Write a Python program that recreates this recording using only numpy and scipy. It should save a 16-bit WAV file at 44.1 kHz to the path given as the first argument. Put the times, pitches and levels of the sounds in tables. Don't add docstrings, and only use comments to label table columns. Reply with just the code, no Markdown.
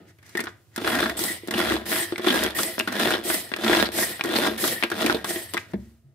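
import sys
import numpy as np
from scipy import signal
from scipy.fft import rfft, irfft, next_fast_len
from scipy.io import wavfile
from scipy.ndimage import uniform_filter1d

SR = 44100
rng = np.random.default_rng(int(sys.argv[2]) if len(sys.argv) > 2 else 0)


def natural_amplitude(level_db):
    exponent = np.asarray(level_db, float) / 20
    return 10 ** exponent


def file_out(sig):
    cols = np.atleast_2d(sig).T
    lim = np.clip(cols, -1, 1)
    pcm = np.round(lim * 32767).astype(np.int16)
    wavfile.write(sys.argv[1], SR, pcm)


N = 270814
TAPS = 8192
TIME = np.arange(N) / SR
HZ = np.arange(1, TAPS + 2) * SR / (2 * TAPS + 2)

# centre_hz, width_hz, height_db
BOWL_PEAKS = [(198.4, 6.9, 6.5), (227, 16, 11), (351.4, 53, 8), (451.4, 35, 7), (632, 67, 9.5),
              (1410, 170, 6), (1620, 27, 12), (1880, 420, 11), (3450, 170, 10.5), (4070, 460, 3),
              (6820, 2200, -6.5)]
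# centre_hz, width_hz, height_db
SPRING_PEAKS = [(350, 45, 5.5), (662, 56, 9), (1920, 380, 15), (3300, 400, 3.5), (6400, 2430, -7.5),
                (13000, 5700, 1.5), (11360, 710, 2.5)]
# frequency_hz, level_db
BOWL_COLOUR = [(24, -58.5), (40, -30.5), (276, 5), (337, 3.5), (491, -3), (1900, -20), (2700, -16),
               (3470, -18.5), (7170, -25.5), (14800, -34.5), (16000, -44)]


def blades():
    # start_s, swell_s, hold_s, fall_s, effort_db
    pulls = [
        (0.796, 0.076, 0.17, 0.16, -26.5),
        (1.518, 0.061, 0.16, 0.11, -27),
        (2.212, 0.071, 0.17, 0.11, -26),
        (2.893, 0.11, 0.12, 0.11, -23.5),
        (3.584, 0.11, 0.12, 0.1, -23),
        (4.253, 0.11, 0.095, 0.15, -24),
        (4.914, 0.099, 0.1, 0.13, -26.5),
    ]
    # offset_db, slope_db_per_db
    pull_layers = [(-1, 0.7), (-1, 0.9), (-12, 1)]
    # pitch_hz, t60_s, level_db
    slab_modes = [(68.9, 1, -2.5), (106, 0.03, 1)]
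    slab_db = [-19, -16.5, -26.5, -24.5, -20, -23, -22.5]
    cuts = grit(rate=200., scatter_db=4., tail_ms=1.1, bed_db=-14., flicker_db=1.2, flicker_rate=35., own=.35)
    crunch = wander(cuts + teeth(), BOWL_PEAKS)
    rumble = rng.standard_normal((2, N))
    slab = sum(natural_amplitude(db) * ring(hz, t60) for hz, t60, db in slab_modes)
    tables = arc(pulls, pull_layers, start_db=-11.5, end_db=-27, swell_db_per_s=-51.5)
    tables = add_layer(tables, 2, slab_db)
    tables = coast(tables, coast_s=0.058, change_db=10.5)
    return strokes(tables, [crunch] * 3 + [rumble], body(BOWL_COLOUR, BOWL_PEAKS) + [slab])


def teeth():
    rate, jitter = 110., .35
    level_db, scatter_db = 15., 5.
    timing, size, place = rng.standard_normal((int(N / SR * rate), 3)).T
    at = (np.arange(len(timing)) + jitter * timing) * SR / rate
    at = at.astype(int).clip(0, N - 1)
    out = np.zeros((2, N))
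    out[:, at] = natural_amplitude(level_db + scatter_db * size) * np.array([np.ones(len(at)), place])
    return out


def spring():
    # start_s, swell_s, hold_s, fall_s, effort_db
    rewinds = [
        (1.168, 0.024, 0.11, 0.12, -34),
        (1.855, 0.06, 0.071, 0.16, -31.5),
        (2.548, 0.04, 0.044, 0.24, -32),
        (3.236, 0.052, 0.075, 0.15, -32.5),
        (3.917, 0.061, 0.064, 0.19, -31.5),
        (4.577, 0.046, 0.11, 0.12, -32),
        (5.246, 0.033, 0.085, 0.24, -38.5),
    ]
    # offset_db, slope_db_per_db
    rewind_layers = [(5.4, 1.49), (3.6, 1.1), (2.54, 1.51)]
    coil_db = [-3, -2.5, -5, -1, -2, -6, 0]
    # frequency_hz, level_db
    rasp_colour = [(24, -56), (40, -15.5), (85, -9.5), (320, -5.5), (382, -5.5), (663, -16), (1150, -23.5),
                   (1900, -23.5), (5720, -19), (11300, -25.5), (16000, -33)]
    slips = grit(rate=300., scatter_db=3., tail_ms=2.5, bed_db=-8., flicker_db=1.6, flicker_rate=45., own=.7)
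    rasp = wander(slips, SPRING_PEAKS)
    seated_s = 5.58
    song = slips * natural_amplitude(4. * walk(rate=70.) - 2) * (TIME < seated_s)
    coil = ring(8370, t60=.0055)
    tables = arc(rewinds, rewind_layers, start_db=-0.89, end_db=-17, swell_db_per_s=-120)
    tables = add_layer(tables, 3, coil_db)
    tables = coast(tables, coast_s=0.13, change_db=-10)
    return strokes(tables, [rasp] * 3 + [song], body(rasp_colour, SPRING_PEAKS) + [coil])


def knocks():
    # start_s, crack_peak_db, boom_db and tick_db against the crack, pitch_hz
    lid = [(0.186, -53, -4, -7, 2250), (0.228, -47, -21, -8, 1920), (0.293, -49.5, -8.5, 3.5, 1590),
           (0.352, -21, -1, -18.5, 1920), (0.372, -21.5, -26, -6.5, 1770),
           (0.392, -20.5, -5.5, -15.5, 1960), (0.404, -23.5, -2, -3, 2000), (0.439, -30, 1.5, -5.5, 1590),
           (0.456, -30, -20, -13, 1630), (0.47, -22, -14, -30, 1560), (5.735, -33.5, 9, -18, 1910)]
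    handle = [(1.434, -52, 18, -29, 1250), (1.474, -33.5, 1, -2.5, 3580), (1.484, -23, 1, -13, 1920),
              (2.123, -20.5, 2, -38, 1370), (2.781, -18, -4.5, -34.5, 1590), (2.792, -26, -9, 1.5, 2670),
              (3.517, -20.5, -7, -22, 1620), (4.195, -21, -10, -26, 1540), (4.826, -11.5, -16, -24, 2240),
              (4.836, -6, -16, -19, 2720), (5.5367, -20.5, -13, -6.5, 2800), (5.544, -15, -10, -18, 1260)]
    clutch = [(0.761, -24, -28, -5.5, 1800), (0.778, -21, -1, -11.5, 1460), (1.191, -23, -4, -3, 1460),
              (1.238, -26.5, 0, 7, 1850), (1.509, -18.5, -10, -9, 1860), (1.539, -17.5, -9, -16, 2920),
              (1.863, -29.5, -1, -6, 1930), (1.924, -16, -11, -21, 1920), (1.957, -19, -27, -11.5, 1900),
              (2.18, -24, -9, -8, 1890), (2.195, -25.5, 3.5, -30.5, 1920), (2.588, -13.5, -16, -13.5, 1410),
              (2.875, -15.5, -7.5, -16.5, 1620), (2.885, -24, -5.5, -14.5, 1980),
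              (2.924, -22.5, -6, -9.5, 1790), (3.3, -14.5, -9.5, -16.5, 1630), (3.563, -26, -4, -6, 1730),
              (4.238, -23, -7.5, -5.5, 1730), (4.257, -26, 2.5, -3.5, 1810), (4.64, -13, -5, -11, 1560),
              (4.901, -27, -7, -3, 1640), (4.916, -17, -5, -16, 1620), (5.244, -20.5, -7.5, -7.5, 1410)]
    cuts = [(0.885, -16.5, -9.5, -16.5, 1670), (1.028, -12.5, -2.5, -28, 1550),
            (1.058, -14.5, -12, -25.5, 1680), (1.096, -17, -12, -13, 1900), (1.707, -18, -22, -19, 1850),
            (2.271, -15, -4.5, -31.5, 1300), (2.284, -10, -14, -17.5, 3300), (2.304, -13, -18, -27.5, 3340),
            (2.436, -27, -2.5, 8, 1480), (2.462, -18.5, -1.5, -13, 2350), (2.996, -19, -9, -10.5, 1620),
            (3.106, -16.5, -21, -8.5, 1600), (3.664, -17.5, -7.5, -20.5, 1990), (3.732, -9, -13, -25, 1850),
            (3.855, -15.5, -16, -24, 4000), (4.333, -22, 0, -11.5, 3520), (4.362, -15, -30.5, -8.5, 4270),
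            (4.424, -19, -3, -11, 1640), (5.042, -28.5, 14, -13.5, 1360), (5.062, -15.5, -19, -6.5, 2340),
            (5.104, -15.5, -21, -20, 1600), (5.146, -19.5, 4, -16, 3800)]
    strays = [(0.264, -58, -18, 7, 2080), (0.49, -46, 7, -28, 1550), (1.59, -20.5, -19, -9, 1540),
              (1.645, -27, 2, -10.5, 1910), (2.505, -25, -33, -9, 3530), (2.632, -19, -13, 0.5, 1840),
              (3.063, -20, 3.5, -27, 1880), (3.138, -13.5, -13, -17, 3450), (3.151, -16, -2, -19.5, 3420),
              (3.342, -23.5, -0.5, 2, 2750), (3.491, -43, -1, 4, 1895), (3.801, -13.5, -14, -23, 3700),
              (4.248, -21.5, 2, -14, 1860), (4.47, -14.5, -18, -15, 1390), (4.677, -18.5, -9, -1.5, 3520),
              (5.283, -36, 1, -16, 1910), (5.359, -26.5, 1.5, -17, 3100)]
    bits = [(0.8455, -18, -8, -25, 1660), (0.9195, -21.5, -26, -14, 1510), (0.952, -15, -25, -11, 1770),
            (0.9882, -16.5, -7, -18, 1780), (1.1754, -31, -17, -20, 3610), (1.5808, -17, -24, -14, 3590),
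            (1.614, -15.5, -23, -23, 1960), (1.67, -19.5, -14, -17, 1820),
            (1.7216, -17.5, -20, -16.5, 1420), (1.756, -27, -6, -21, 3430), (1.765, -19, -38, -32, 1230),
            (1.8174, -32, 2, -20, 1870), (1.9765, -22, -23, -19.5, 1880), (2.0004, -24, -21, -20.5, 2100),
            (2.2476, -21, -6, -39.5, 1440), (2.3586, -16.5, -22.5, -11.5, 1950),
            (2.3994, -42.5, -27, -27, 1930), (3.0517, -14, -11, -17, 1110), (3.0851, -15, -6, -20, 1600),
            (3.6792, -12, -20.5, -17, 3270), (3.714, -13.5, -3.5, -24.5, 1630),
            (3.75, -17.5, -16.5, -26.5, 1830), (3.762, -14.5, -17, -24, 4090),
            (3.8609, -23.5, -17, -9.5, 2170), (3.9734, -31, -22, -20, 1870),
            (3.9869, -14.5, -6, -28.5, 1770), (4.0255, -17, -19, -20, 1960), (4.291, -24.5, -18, -7, 1850),
            (4.3102, -25.5, -16, -11.5, 1610), (4.357, -15.5, -11, -15.5, 3940),
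            (4.4167, -22.5, -22, -11.5, 1670), (4.4485, -15, -11, -23, 1600), (4.585, -26, -19, -22, 2190),
            (4.807, -37, -14, -19, 2104), (4.9965, -35, -24, -18, 1870), (5.0158, -24, -15, -3.5, 1670),
            (5.3066, -23.5, 0.5, -19, 1860)]
    snaps = [
        (3.867, -25, -29, -24, 4180),
        (5.5692, -17.5, -29, -20, 1940),
        (5.5756, -15, -38, -13.5, 1850),
        (5.5788, -17, -29, -22, 2420),
    ]
    clacks = [(0.876, -11, -15, -13, 1670), (1.002, -15, -16, -19.5, 1760),
              (1.9176, -13.5, -15.5, -18.5, 1910), (2.159, -18.5, -25.5, -34, 2170),
              (2.376, -14, -12, -18, 1900), (2.39, -17, -17, -22, 3400), (2.7986, -8, -16.5, -19.5, 2730),
              (2.808, -12.5, -11.5, -19, 2700), (3.5382, -14.5, -14.5, -23, 2630),
              (3.2402, -35, -9, -8, 3300), (3.645, -21, -15, -18, 3400), (3.919, -36, -18, 2, 3300),
              (4.5814, -29, -11, -3, 3300), (5.006, -19, -17, -17, 3300), (5.292, -26, -5, -7, 3130),
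              (2.554, -38, -15, 0, 3300), (3.791, -17.5, -21, -23.5, 3310), (4.21, -9.5, -24, -24, 2530),
              (4.468, -16, -21, -8, 1710), (5.098, -9.5, -11, -18.5, 1620)]
    # rattle_ms, share of the spot's own ring, share of rattle in the crack
    contacts = [
        (10.8, 2.2, 0.43),
        (10.4, 0.87, 0.16),
        (11.3, 1.15, 0.42),
        (9.2, 2, 0.41),
        (7.7, 1.1, 0.7),
        (6.1, 0.76, 0.45),
        (4.5, 4.4, 0.33),
        (3.3, 1.8, 0.29),
    ]
    size = 3000
    out, t = np.zeros((2, N + size)), TIME[:size]
    boom, middle, treble = (response[:size] for response in body(BOWL_COLOUR, BOWL_PEAKS))
    boom = boom + .45 * ring(352., t60=.1, size=size)
    for table, kind in zip((lid, handle, clutch, cuts, strays, bits, snaps, clacks), contacts):
        rattle_ms, spot_share, loose = kind
        decay = np.exp(-t * 1000 / rattle_ms)
        for start_s, crack_db, boom_db, tick_db, pitch_hz in table:
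            rattle = rng.standard_normal((2, size)) * decay
            spot = ring(pitch_hz, t60=.006, size=size)
            crack = np.exp(-t / .00005) + loose * rattle
            blow = np.exp(-t / 0.000055) + 0.19 * rattle
            parts = [
                (boom_db + 0.5, through(blow, boom)),
                (0, through(crack, middle + spot_share * spot)),
                (tick_db + 5.5, through(rattle * decay, treble)),
            ]
            at = int(start_s * SR)
            for db, part in parts:
                out[:, at:at + size] += natural_amplitude(crack_db + db) * part / np.abs(part[0]).max()
    return out[:, :N]


def thuds():
    # start_s, peak_db, pitch_hz
    lumps = [(0.816, -21, 273), (0.84, -23, 350), (0.876, -21, 342), (0.929, -19, 252), (0.966, -16.5, 275),
             (1.026, -28, 340), (1.159, -27, 343), (1.21, -20, 345), (1.433, -30, 332), (1.484, -28, 359),
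             (1.531, -39, 345), (1.553, -17.5, 220), (1.581, -17.5, 343), (1.631, -14.5, 332),
             (1.707, -12.5, 338), (1.738, -12, 320), (1.924, -20.5, 303), (1.984, -31, 344),
             (2.018, -22.5, 330), (2.122, -31, 328), (2.195, -29, 330), (2.268, -12, 360),
             (2.271, -17.5, 321), (2.303, -10.5, 251), (2.456, -41, 358), (2.565, -24, 300),
             (2.592, -24.5, 404), (2.78, -32.5, 344), (2.803, -19.5, 328), (2.878, -27, 307),
             (2.898, -26, 246), (2.974, -31.5, 213), (3.251, -20.5, 347), (3.342, -27.5, 316),
             (3.516, -33, 325), (3.587, -30.5, 204), (3.587, -23, 344), (3.632, -24, 350),
             (3.67, -25.5, 318), (3.694, -11, 330), (3.852, -30, 317), (3.939, -32, 342), (3.975, -21, 329),
             (4.193, -30, 320), (4.25, -16, 336), (4.292, -14.5, 332), (4.42, -15, 350), (4.471, -13, 291),
             (4.511, -16, 346), (4.631, -17, 315), (4.834, -20.5, 338), (4.918, -27, 328), (5.043, -9, 300),
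             (5.069, -12, 340), (5.106, -23, 282), (5.146, -28, 356), (5.281, -31, 345),
             (5.543, -26.5, 347)]
    size, push_ms, t60_s, level_db = 6000, 2.2, 0.11, -7
    out, t = np.zeros(N + size), TIME[:size]
    shape = (1 - np.exp(-t * 1000 / push_ms)) * np.exp(-np.log(1000) * t / t60_s)
    shape = shape / shape.max()
    for start_s, peak_db, pitch_hz in lumps:
        at = int(start_s * SR)
        out[at:at + size] += natural_amplitude(peak_db + level_db) * np.sin(2 * np.pi * pitch_hz * t) * shape
    return out[:N]


def hand():
    # start_s, swell_s, hold_s, fall_s, effort_db
    rubs = [
        (.05, .035, 0.024, .05, -60),
        (.215, 0.045, 0.2, .02, -56.5),
        (.478, 0.006, 0.01, 0.12, -53.5),
        (.715, 0.037, .005, .01, -58),
        (5.585, 0.005, 0.01, 0.13, -46),
        (5.69, 0.027, .005, .01, -57),
        (5.79, 0.0088, 0.058, 0.14, -66.5),
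    ]
    # offset_db, slope_db_per_db
    rub_layers = [(-7, 0.35), (-7, 0.68), (-3, 2.4), (-4, 1.3)]
    # start_s, swell_s, hold_s, fall_s, effort_db
    drags = [
        (0., 0.0029, 0.013, 0.1, -48),
        (5.98, 0.11, 0.035, 0.068, -68.5),
    ]
    # offset_db, slope_db_per_db
    drag_layers = [(-3.5, 0.56), (-15, 1.01), (-45, 1.1), (-45, 1.01)]
    # frequency_hz, level_db
    rub_colour = [(88, -28), (150, 4.5), (341, 3), (960, -10.5), (1120, -30.5), (1240, -0.5), (1900, -14),
                  (2870, -7), (3620, -11.5), (16000, -32)]
    ends = dict(start_db=-9, end_db=-24, swell_db_per_s=-40)
    tables = arc(rubs, rub_layers, **ends) + arc(drags, drag_layers, **ends)
    friction = natural_amplitude(0.36 * walk(rate=36.0)) * rng.standard_normal((2, N))
    lid_mode = ring(2000, t60=0.0044)
    return strokes(tables, [friction] * 4, body(rub_colour, SPRING_PEAKS[:3]) + [lid_mode])


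def ping():
    start_s, peak_db, low_hz, high_hz, t60_s = .372, -15, 1825, 1935, 0.08
    t = (TIME - start_s).clip(0)
    low = np.sin(2 * np.pi * low_hz * t)
    high = np.sin(2 * np.pi * high_hz * t + 1 - np.exp(-t * 1e4))
    envelope = (1 - np.exp(-t / .0012)) * np.exp(-np.log(1000) * t / t60_s)
    ports = np.array([[1], [.5]])
    return natural_amplitude(peak_db) * (low + .7 * high) / 1.1 * envelope * ports


def thump():
    # pitch_hz, level_db, t60_s
    thump_modes = [(70, -14.5, 0.64), (118, -16, .4), (198, 2, 0.2), (209, -10, 0.3), (229, -13, 0.55),
                   (270, -9, 0.16), (332, 1, 0.064), (345, -17, .3), (455, -3, .06), (627, -0.5, 0.04),
                   (890, -8, .03)]
    start_s, peak_db, push_ms = 5.736, -18, 2
    t = (TIME - start_s).clip(0)
    tone = 0
    for hz, db, t60 in thump_modes:
        tone = tone + natural_amplitude(db) * np.sin(2 * np.pi * hz * t) * np.exp(-np.log(1000) * t / t60)
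    tone = tone * (1 - np.exp(-t * 1000 / push_ms))
    return natural_amplitude(peak_db) * tone / np.abs(tone).max()


def bump():
    start_s, level_db, pitch_hz, rise_s, t60_s = 6.04, -41, 137, .02, .3
    t = (TIME - start_s).clip(0)
    envelope = (1 - np.exp(-t / rise_s)) * np.exp(-np.log(1000) * t / t60_s)
    return natural_amplitude(level_db) * np.sin(2 * np.pi * pitch_hz * t) * envelope


def echoes(t60, start_ms):
    t = TIME[:SR // 2]
    decay = np.exp(-np.log(1000) * t / t60) * (t * 1000 >= start_ms)
    return unit(rng.standard_normal((2, len(t))) * decay) * np.sqrt(2)


def air():
    # frequency_hz, level_db
    air_colour = [(18, -84), (30, -56), (64, -34), (100, -10), (124, -18), (233, -39.5), (336, -27.5),
                  (384, -37), (1000, -46), (3400, -51), (16000, -54.5)]
    # time_s, level_db
    air_fade = [(0, -7.5), (.5, -4), (5.901, -2), (6.02, -12), (6.14, -15.5)]
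    s, db = np.transpose(air_fade)
    hush = through(rng.standard_normal((2, N)), unit(causal(colour(air_colour))))
    return hush * natural_amplitude(-51 + np.interp(TIME, s, db))


def grit(rate, scatter_db, tail_ms, bed_db, flicker_db, flicker_rate, own):
    spots_hz = (220, 340, 520, 750, 1050, 1400, 1850, 2400, 3100, 4000, 5200, 6800, 8800, 11200, 14000)
    step = 8
    shape = (len(spots_hz) + 1, N // step + 1)
    sizes = natural_amplitude(2 * scatter_db * rng.exponential(size=shape).clip(0, 3 / 2))
    hits = (rng.random(shape) < rate * step / SR) * sizes
    sprays = signal.lfilter([1], [1, -np.exp(-2000 * step / (SR * tail_ms))], hits)
    sprays = sprays / sprays.mean()
    total, noise = 0, rng.standard_normal((2, N))
    for hz, spray in zip(spots_hz, sprays[1:]):
        scraping = natural_amplitude(2 * bed_db) * (1 + (hz / 1810.0) ** 2)
        power = own * spray + (1 - own) * sprays[0] + scraping
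        level = np.repeat(np.sqrt(power), step)[:N]
        damping = natural_amplitude(1.6 * walk(rate=14.))
        spot = signal.butter(1, [hz / 1.12, hz * 1.12], "band", fs=SR)
        total = total + signal.lfilter(*spot, level * damping * noise)
    return unit(total * natural_amplitude(flicker_db * walk(flicker_rate))) * np.sqrt(2 * N)


def wander(force, peaks):
    pitch_share, height_share = .03, .22
    f, _, z = signal.stft(force, SR, nperseg=4096)

    def bell(hz, width):
        return 1 / (1 + (2 * (f[:, None] - hz) / width) ** 2)

    db = 0
    for hz, width, height in peaks:
        shift, change = rng.standard_normal((2, z.shape[-1]))
        moved = (1 + height_share * change) * bell(hz * (1 + pitch_share * shift), width)
        db = db + height * (moved - bell(hz, width))
    return signal.istft(z * natural_amplitude(db), SR, nperseg=4096)[1][:, :N]


def walk(rate):
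    k = int(SR / rate)
    return uniform_filter1d(np.repeat(rng.standard_normal(N // k + 1), k), k // 2 + 1)[:N]


def arc(rows, layers, start_db, end_db, swell_db_per_s):
    tables = []
    for start, swell, hold, fall, db in rows:
        corners = start + np.cumsum([0, swell, hold, fall])
        effort = np.array([start_db + swell_db_per_s * swell, 0, 0, end_db])
        levels = [db + offset + slope * effort for offset, slope in layers]
        tables.append(list(np.transpose([corners] + levels)))
    return tables


def add_layer(tables, column, offsets_db):
    return [[(*row, row[column] + db) for row in table] for table, db in zip(tables, offsets_db)]


def coast(tables, coast_s, change_db):
    return [table + [np.array(table[-1]) + (coast_s, *[change_db] * (len(table[-1]) - 1))] for table in tables]


def strokes(tables, forces, responses):
    gains = np.zeros((len(responses), N))
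    for table in tables:
        s, *levels = np.transpose(table)
        on = (TIME >= s[0]) & (TIME < s[-1])
        gains[:, on] += [natural_amplitude(np.interp(TIME[on], s, db)) for db in levels]
    gains = uniform_filter1d(gains, size=130)
    return sum(through(g * f, r) for g, f, r in zip(gains, forces, responses))


def body(points, peaks):
    db = colour(points) + sum(g / (1 + (2 * (HZ - f) / w) ** 2) for f, w, g in peaks)

    def loss_above(edge_hz):
        return 10 * np.log10(1 + (HZ / edge_hz) ** 8)

    def loss_below(edge_hz):
        return loss_above(edge_hz) - 80 * np.log10(HZ / edge_hz)

    losses = loss_above(800), loss_below(800) + loss_above(5500), loss_below(5500)
    return [unit(causal(db - loss)) for loss in losses]


def ring(hz, t60, size=3 * TAPS):
    t = TIME[:size]
    return unit(np.sin(2 * np.pi * hz * t) * np.exp(-np.log(1000) * t / t60))


def unit(x):
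    return x / np.sqrt(np.sum(x ** 2))


def colour(points):
    hz, db = np.transpose(points)
    return np.interp(np.log(HZ), np.log(hz), db)


def causal(db):
    c = irfft(db * np.log(10) / 20)
    c[1:TAPS] *= 2
    c[TAPS + 1:] = 0
    return irfft(np.exp(rfft(c)))[:TAPS]


def through(x, response):
    size = next_fast_len(x.shape[1] + response.shape[-1])
    return irfft(rfft(x, size) * rfft(response, size), size)[:, :x.shape[1]]


def scene():
    # frequency_hz, level_db
    port_colour = [(60, -45.5), (110, -9.5), (200, -17), (380, -8.5), (700, -7), (1290, -3.5), (2380, -4),
                   (4400, -1), (8120, 0.5), (15000, -1)]
    chopper = blades() + spring() + knocks() + thuds() + hand() + ping() + thump() + bump()
    dull = signal.lfilter([.4], [1, -.6], chopper)
    both = chopper + natural_amplitude(-12.5) * through(dull, echoes(t60=.32, start_ms=3.)) + air()
    mid, side = both[0], through(both[1:], causal(colour(port_colour)))[0]
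    lead, lead_hz = 1.1, 2600
    side = side + lead * signal.filtfilt(*signal.butter(2, lead_hz, fs=SR), np.gradient(mid))
    return np.array([mid + side, mid - side])


def top_cut(x):
    return signal.sosfilt(signal.butter(12, 16640, fs=SR, output="sos"), x)


def record(dry):
    low_cut = signal.ellip(4, .5, 20.5, 64.5, "high", fs=SR, output="sos")
    high_cut = signal.ellip(7, .2, 27, 15600, fs=SR, output="sos")
    mix = signal.sosfilt(high_cut, signal.sosfilt(low_cut, dry))
    return top_cut(mix)


dry = scene()
out = record(dry)
file_out(out)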